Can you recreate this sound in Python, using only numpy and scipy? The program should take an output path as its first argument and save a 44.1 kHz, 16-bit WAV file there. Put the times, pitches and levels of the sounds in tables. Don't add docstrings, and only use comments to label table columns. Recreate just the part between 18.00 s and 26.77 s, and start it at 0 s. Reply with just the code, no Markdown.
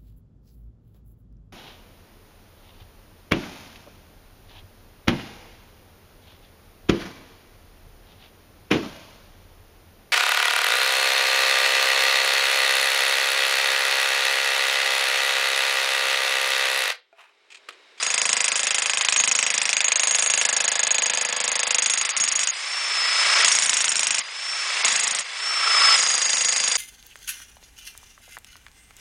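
import sys
import numpy as np
from scipy import signal
from scipy.fft import rfft, irfft, next_fast_len
from scipy.io import wavfile
from scipy.ndimage import uniform_filter1d, minimum_filter1d, map_coordinates

SR = 44100
rng = np.random.default_rng(int(sys.argv[2]) if len(sys.argv) > 2 else 0)


def put_to_file(sound):
    columns = np.atleast_2d(sound).T
    safe = np.clip(columns, -1, 1)
    whole_steps = np.round(safe * 32767)
    wavfile.write(sys.argv[1], SR, whole_steps.astype(np.int16))


def rack_gain(trim_db):
    fader = np.asarray(trim_db, float)
    return 10 ** (fader / 20)


N = 386757


def unit(x):
    return x / np.sqrt(np.mean(x ** 2) + 1e-20)


def along(points, hz):
    f, v = np.transpose(points)
    return np.interp(np.log(hz + 1), np.log(f + 1), v)


def curves(rows):
    s, *columns = np.transpose(rows)
    return [np.interp(np.arange(N) / SR, s, column) for column in columns]


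def wobble(rate):
    knots = rng.standard_normal(int(N * rate / SR) + 4)
    return map_coordinates(knots, [np.arange(N) * rate / SR])


def filtered(x, response):
    m = next_fast_len(x.shape[-1] + 8192)
    spectrum = rfft(x, m) * response(np.fft.rfftfreq(m, 1 / SR))
    return irfft(spectrum, m)[..., :x.shape[-1]]


def modes(table):
    def response(f):
        total = 0
        for k, (centre, width, db) in enumerate(table):
            total = total + (-1) ** k * rack_gain(db) * 1j * f * width / (centre * centre - f * f + 1j * f * width)
        return total
    return response


def hiss(response):
    return unit(filtered(rng.standard_normal(N), response))


def laid(rows, starts):
    at = starts[:, None] + np.arange(rows.shape[1])
    return np.bincount(at.ravel(), rows.ravel(), N + SR)[:N]


def yard():
    return rack_gain(-74) * hiss(modes([(170, 180, 0)]))


# start_s, blows_since_run_start
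CRANK_RUNS = [
    [(0.0273, 0), (0.8209, 21), (1.0862, 28)],
    [(1.1241, 0), (1.8058, 18)],
    [(1.8437, 0), (2.3754, 14)],
    [(2.4134, 0), (2.9828, 15), (3.7838, 36)],
    [(3.8219, 0), (4.0509, 6), (4.0916, 7)],
    [(4.2002, 0), (4.3922, 5), (4.4724, 7)],
    [(5.4468, 0), (5.5511, 3), (5.6947, 7), (5.8058, 10), (5.9936, 15), (6.183, 20)],
    [(6.8812, 0), (6.9937, 3), (7.1867, 8)],
    [(7.99, 0), (8.0644, 2), (8.1402, 4), (8.7539, 20)],
]


def strokes():
    times = []
    for run in CRANK_RUNS:
        mark_s, blow = np.transpose(run)
        times.append(np.interp(np.arange(run[-1][1] + 1), blow, mark_s))
    return times


# lifted_s, landed_s, whirr_at_lift_db, gain_recovery_db_per_s, gain_left_after_landing_db
PAUSES = [
    (4.49, 5.441, -34.5, 16.5, 8.5),
    (6.22, 6.845, -38, 21.5, 9),
    (7.22, 7.957, -37, 28, 5.5),
]
MESH_PER_STROKE = 183.2


def speed():
    peak_s, hunt_hz, settle_s = 0.28, 1.47, 0.26
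    free_hz, swing_hz, lowest_hz = 5255, 169.2, 4840
    t = np.arange(N) / SR
    runs = strokes()
    middle_s = np.concatenate([(s[1:] + s[:-1]) / 2 for s in runs])
    mesh_hz = np.interp(t, middle_s, np.concatenate([MESH_PER_STROKE / np.diff(s) for s in runs]))
    load = np.ones(N)
    for lift, land, *_ in PAUSES:
        off = (t > lift) & (t < land)
        u, w = t[off] - lift - peak_s, 2 * np.pi * hunt_hz
        hunt = swing_hz * np.exp(-u / settle_s) * np.cos(w * u - np.arctan(1 / (w * settle_s)))
        mesh_hz[off] = np.maximum(free_hz + hunt, lowest_hz)
        load[off] = 0
    return np.clip(mesh_hz, 4770, 5500), load


def gain_db():
    work_db, ceiling_db, duck_s = -32, -19.5, 0.16
    nearer_db = 1.43
    t = np.arange(N) / SR
    level = np.full(N, float(work_db))
    for lift, land, from_db, rise_db, left_db in PAUSES:
        landed = work_db + nearer_db + left_db * np.exp(-np.abs(t - land) / duck_s)
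        level = np.where(t > land, landed, level)
        climbing = np.minimum(from_db + rise_db * (t - lift), ceiling_db)
        level = np.where((t > lift) & (t <= land), climbing, level)
    return uniform_filter1d(level, size=600)


# pitch_hz, level_db_per_hz
WHIRR = [(24, -83), (40, -45), (158, -54), (278, -27.5), (490, -12.5), (954, -5.5), (1100, -2),
         (1220, -3.5), (1340, -4), (2180, -2), (4090, -4), (5000, -7), (6500, -38), (11000, -120)]
# pitch_hz, width_hz, level_over_whirr_db
GEARBOX = [(1645, 12, 8), (1938, 75, 8.5), (2084, 350, 0), (2680, 130, 3), (3436, 67, 4)]
# pitch_hz, level_db_per_hz
FAN = [(3500, -38), (4800, 3), (7000, 0.5), (9000, -2.5), (10500, -16)]
# pitch_hz, width_hz, level_db
HOUSING = [(1113, 38, 0.5), (1327, 96, 4.5)]
# start_s, boom_db, fan_db, whine_db
FACING = [(0, -11.5, -0.5, -6.5), (1.4, -24, -9, -9), (4.1, -12, -14.5, -8.5), (4.55, -18, -3.5, -8.5),
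          (4.75, -14, -4.5, -3), (5.1, -12.5, -5, -2), (5.43, -11.5, -4, -9), (5.5, -22, 2.5, -27),
          (6.18, -32, -8, -13), (6.5, -10, -3.5, 0.5), (6.83, -22, -6, -11), (6.9, -17.5, -2.5, -22),
          (7.3, -18, -6.5, -15), (7.47, -8.5, -3.5, 0.5), (7.65, -5.5, -6, -3), (7.94, -6.5, -4, 1.5),
          (8.0, -9.5, 1, -4), (8.77, -19, 0.5, -2)]


def motor():
    mesh_hz, load = speed()
    whirr_db = gain_db()
    boom_db, fan_db, whine_db = curves(FACING)
    turn = 2 * np.pi * np.cumsum(uniform_filter1d(mesh_hz, size=1500) + 4 * wobble(30)) / SR
    crank = turn / MESH_PER_STROKE
    throb_db = 1.23 * np.sin(crank) + 1.0 * np.sin(2 * crank + 2.2)
    whirr = hiss(lambda hz: rack_gain(along(WHIRR, hz)) * (1 + abs(modes(GEARBOX)(hz)) * 0.54))
    whirr += rack_gain(-10.0 + 5.6 * np.sin(crank + 4.8)) * np.sin(.432 * turn + 0.66 * wobble(120))
    boom = rack_gain(boom_db + 3.2 * throb_db) * hiss(modes(HOUSING))
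    fan = rack_gain(fan_db) * hiss(lambda hz: rack_gain(along(FAN, hz)))
    first_pair = np.sin(turn + 1.7 * load * np.sin(crank))
    second_pair = np.sin(0.843 * turn + 0.43 * wobble(90))
    second_pair *= rack_gain(-25 + 3.5 * np.sin(crank) + 4.0 * wobble(60))
    whine = rack_gain(whirr_db + whine_db + 4.5 + 1.4 * wobble(40) + 1.0 * np.sin(crank)) * (first_pair + second_pair)
    return rack_gain(whirr_db) * (rack_gain(throb_db) * whirr + boom + fan) + whine


# free_ring_s, slab_ring_db, blade_over_steel_db, knock_ringing_in_wall_0_to_1
SEATS = [(0.023, -40.5, -7, 0.57), (0.027, -43.5, -2, 1), (0.03, -41, -11, 0.8), (0.016, -39, -6, 0.56),
         (0.029, -44, -7, 0.2), (0.032, -51, -3.5, 0.2), (0.047, -53, -3.5, 0.45), (0.031, -50, -6.5, 0.4),
         (0.099, -43.5, -6, 0.25)]
# start_s, level_over_blow_db
STRAYS = [
    (4.1657, 0.5),
    (4.4111, -5),
    (6.8475, 2.5),
    (7.9563, 0),
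    (7.9781, -4.5),
]


def blows():
    regular = np.concatenate(strokes())
    stray_s, stray_db = np.transpose(STRAYS)
    s = np.concatenate([regular, stray_s])
    extra_db = np.concatenate([np.zeros(len(regular)), stray_db])
    run = np.searchsorted([marks[-1][0] for marks in CRANK_RUNS], s)
    order = np.argsort(s)
    return s[order], extra_db[order], np.array(SEATS)[run[order]].T


def struck(table, size, starts):
    answer = filtered(np.eye(1, SR // 4)[0], modes(table))
    return signal.fftconvolve(laid(size[:, None], starts), answer / np.linalg.norm(answer))[:N]


# pitch_hz, width_hz, level_db
WALL = [(2700, 3460, -8.5), (1666, 28, -4), (2530, 166, 9.5), (2000, 110, 2), (3510, 35, -3)]
# pitch_hz, width_hz, level_db
BRICK = [(91, 140, -17.5), (169.6, 17, -3.5), (214, 20, -5), (248, 23, -2.5), (320, 20, -7), (360, 50, -10)]
# pitch_hz, width_hz, level_db
SLAB = [(493.3, 15.5, 0.5), (585.7, 18, -0.5), (697, 16, 0), (792, 19.6, -2), (893, 11, -2), (976, 14, -1),
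        (1110, 34, -4), (1694, 24, 4.5)]


def knock(start, crack_db, thud_db, slab_db, rings):
    size = rack_gain(crack_db + 22.0)
    rings = np.clip(rings + 0.22 * wobble(4.17)[start], 0, 1)
    wall = struck(WALL, size * rings, start) + struck(WALL[:1], 0.85 * size * (1 - rings), start)
    brick = struck(BRICK, rack_gain(thud_db + 30.0 + 1.8 * rng.standard_normal(len(start))), start)
    slab = struck(SLAB, rack_gain(slab_db + 0.6 * (thud_db - thud_db.mean()) + 35.0), start)
    return -wall - brick - slab


# pitch_hz, level_db_per_hz
CRUMBLE = [(200, -49), (600, -9.5), (1200, -5), (2400, 3.5), (3500, 3.5), (5000, -7.5), (8000, 4.5),
           (10500, -41.5)]


def plaster(start, crack_db):
    count = len(start)
    t = np.arange(SR // 16) / SR
    spot = np.arange(count)[:, None] / 9
    spots = rng.standard_normal((count // 9 + 2, len(t)))
    wall = map_coordinates(spots, np.broadcast_arrays(spot, np.arange(len(t))), order=1)
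    answer = 1.04 * wall + 0.67 * rng.standard_normal(wall.shape)
    burst = answer * (rack_gain(-60 * t / 0.012) + 0.67 * rack_gain(-60 * t / 0.091))
    return filtered(laid(rack_gain(crack_db + 3.5)[:, None] * burst, start), lambda hz: rack_gain(along(CRUMBLE, hz)))


def rattle(count, t, rate):
    knots = np.clip(rng.standard_normal((count, 60)), -2, 1)
    return map_coordinates(knots, np.broadcast_arrays(np.arange(count)[:, None], t * rate), order=1)


def ring(count, t, hz, t60, spread_hz, flutter_db):
    draw = rng.standard_normal((count, 3, 1))
    pair = np.sin(2 * np.pi * (hz + spread_hz * draw[:, 0]) * t)
    pair += 0.59 * np.sin(2 * np.pi * (hz + 4 * spread_hz * draw[:, 1]) * t + 3 * draw[:, 2])
    return pair * rack_gain(flutter_db * rattle(count, t, 267) - 60 * t / t60) * (1 - np.exp(-t / 0.00044))


# pitch_hz, t60_s
MAIN_RING = (6665, 0.41)
# pitch_hz, width_hz, level_db
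STEEL = [(6920, 38, -2.5), (7220, 370, -1.5), (8516, 152, 0.5), (8870, 400, -6), (9800, 58, -3.5)]
# pitch_hz, width_hz, level_db
BLADE = [(5540, 264, 2.5)]


def steel(start, ring_db, steel_db, hold_s, blade_db):
    count = len(start)
    t = np.arange(SR // 16) / SR
    free_s = (hold_s * np.exp(0.32 * rng.standard_normal(count)))[:, None]
    damped = rack_gain(-27.5) + 1 / (1 + np.exp((t - free_s) / 0.0038))
    main = damped * ring(count, t, *MAIN_RING, spread_hz=16.5, flutter_db=6.0)
    main *= (rack_gain(ring_db - 0.24) / main[:, :1100].std(1))[:, None]
    chatter = rng.standard_normal((count, len(t))) * damped * rack_gain(8.9 * rattle(count, t, 253) - 60 * t / 0.1)
    chatter /= 1.64 * chatter[:, :900].std(1)[:, None]
    others = filtered(laid(rack_gain(steel_db + 18.0)[:, None] * chatter, start), modes(STEEL))
    others += filtered(laid(rack_gain(steel_db + blade_db + 20.5)[:, None] * chatter, start), modes(BLADE))
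    return laid(main, start) + others


# start_s, wall_force_db, chisel_ring_db, shank_rattle_db, thud_db
BITE = [(0.03, -22.5, -25, -30.5, -58), (0.22, -19, -28.5, -25, -53), (1.06, -18.5, -32, -28.5, -59),
        (1.2, -17.5, -21, -28, -50), (1.65, -18.5, -35, -28.5, -54.5), (1.83, -18.5, -23, -33, -60),
        (2.1, -18, -22.5, -23, -55), (3.0, -20, -23, -31, -55), (3.36, -24, -32.5, -29.5, -53.5),
        (3.84, -19.5, -20.5, -26, -55), (4.09, -22.5, -33, -29.5, -63), (4.2, -23, -21.5, -26.5, -52),
        (4.47, -21.5, -27, -30, -64.5), (5.45, -18, -27.5, -23, -53.5), (6.18, -21.5, -31.5, -26, -56.5),
        (6.85, -21, -23, -25.5, -52), (7.19, -26, -31.5, -25, -56), (7.96, -22, -25.5, -27.5, -56)]
# force_db, ring_db, rattle_db
SCATTER = (1.0, 2.0, 1.15)


def chisel():
    s, extra_db, (hold_s, slab_db, blade_db, rings) = blows()
    start = np.round(s * SR).astype(int)
    *levels, thud_db = (c[start] + extra_db for c in curves(BITE))
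    crack_db, ring_db, steel_db = levels + (rng.standard_normal((len(s), 3)) * SCATTER).T
    crack_db = crack_db + 6.5 * (np.diff(s, prepend=0) > .9)
    wall = knock(start, crack_db, thud_db, slab_db, rings)
    return wall + plaster(start, crack_db) + steel(start, ring_db, steel_db, hold_s, blade_db)


def scene():
    return (yard() + motor() + chisel())[None]


def starved(x, margin_db, slope_db, scatter_db):
    hz, t, z = signal.stft(x, SR, nperseg=256)
    bands = np.abs(z[0, :128]).reshape(32, 4, -1)
    level = 10 * np.log10(np.abs(uniform_filter1d(np.mean(bands ** 2, 1), size=2)) + 1e-14)
    peak = -minimum_filter1d(-level, size=15)
    peak = np.maximum(peak, -minimum_filter1d(-peak, size=5, axis=0) - 8)
    step = np.repeat(rng.standard_normal((32, level.shape[1] // 3 + 1)), 3, axis=1)[:, :level.shape[1]]
    bass_db = slope_db * np.minimum(np.arange(32)[:, None] - 7.6, 0)
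    need = peak - margin_db + bass_db + scatter_db * step
    keep = rack_gain(-56.0) + 1 / (1 + np.exp(2 * np.clip(need - level, -20, 20)))
    z[0, :128] *= np.repeat(keep, 4, axis=0)
    return signal.istft(z, SR, nperseg=256)[1][:, :N]


def band_limit(x):
    return signal.sosfilt(signal.butter(12, 10450, fs=SR, output="sos"), x)


def record(dry):
    x = starved(dry, margin_db=10.5, slope_db=2, scatter_db=5.5)
    x = filtered(x, lambda hz: 1 / (1 + (hz / 10250) ** 90))
    mix = np.clip(x, -.9, .9)
    return band_limit(mix)


dry = scene()
out = record(dry)
put_to_file(out)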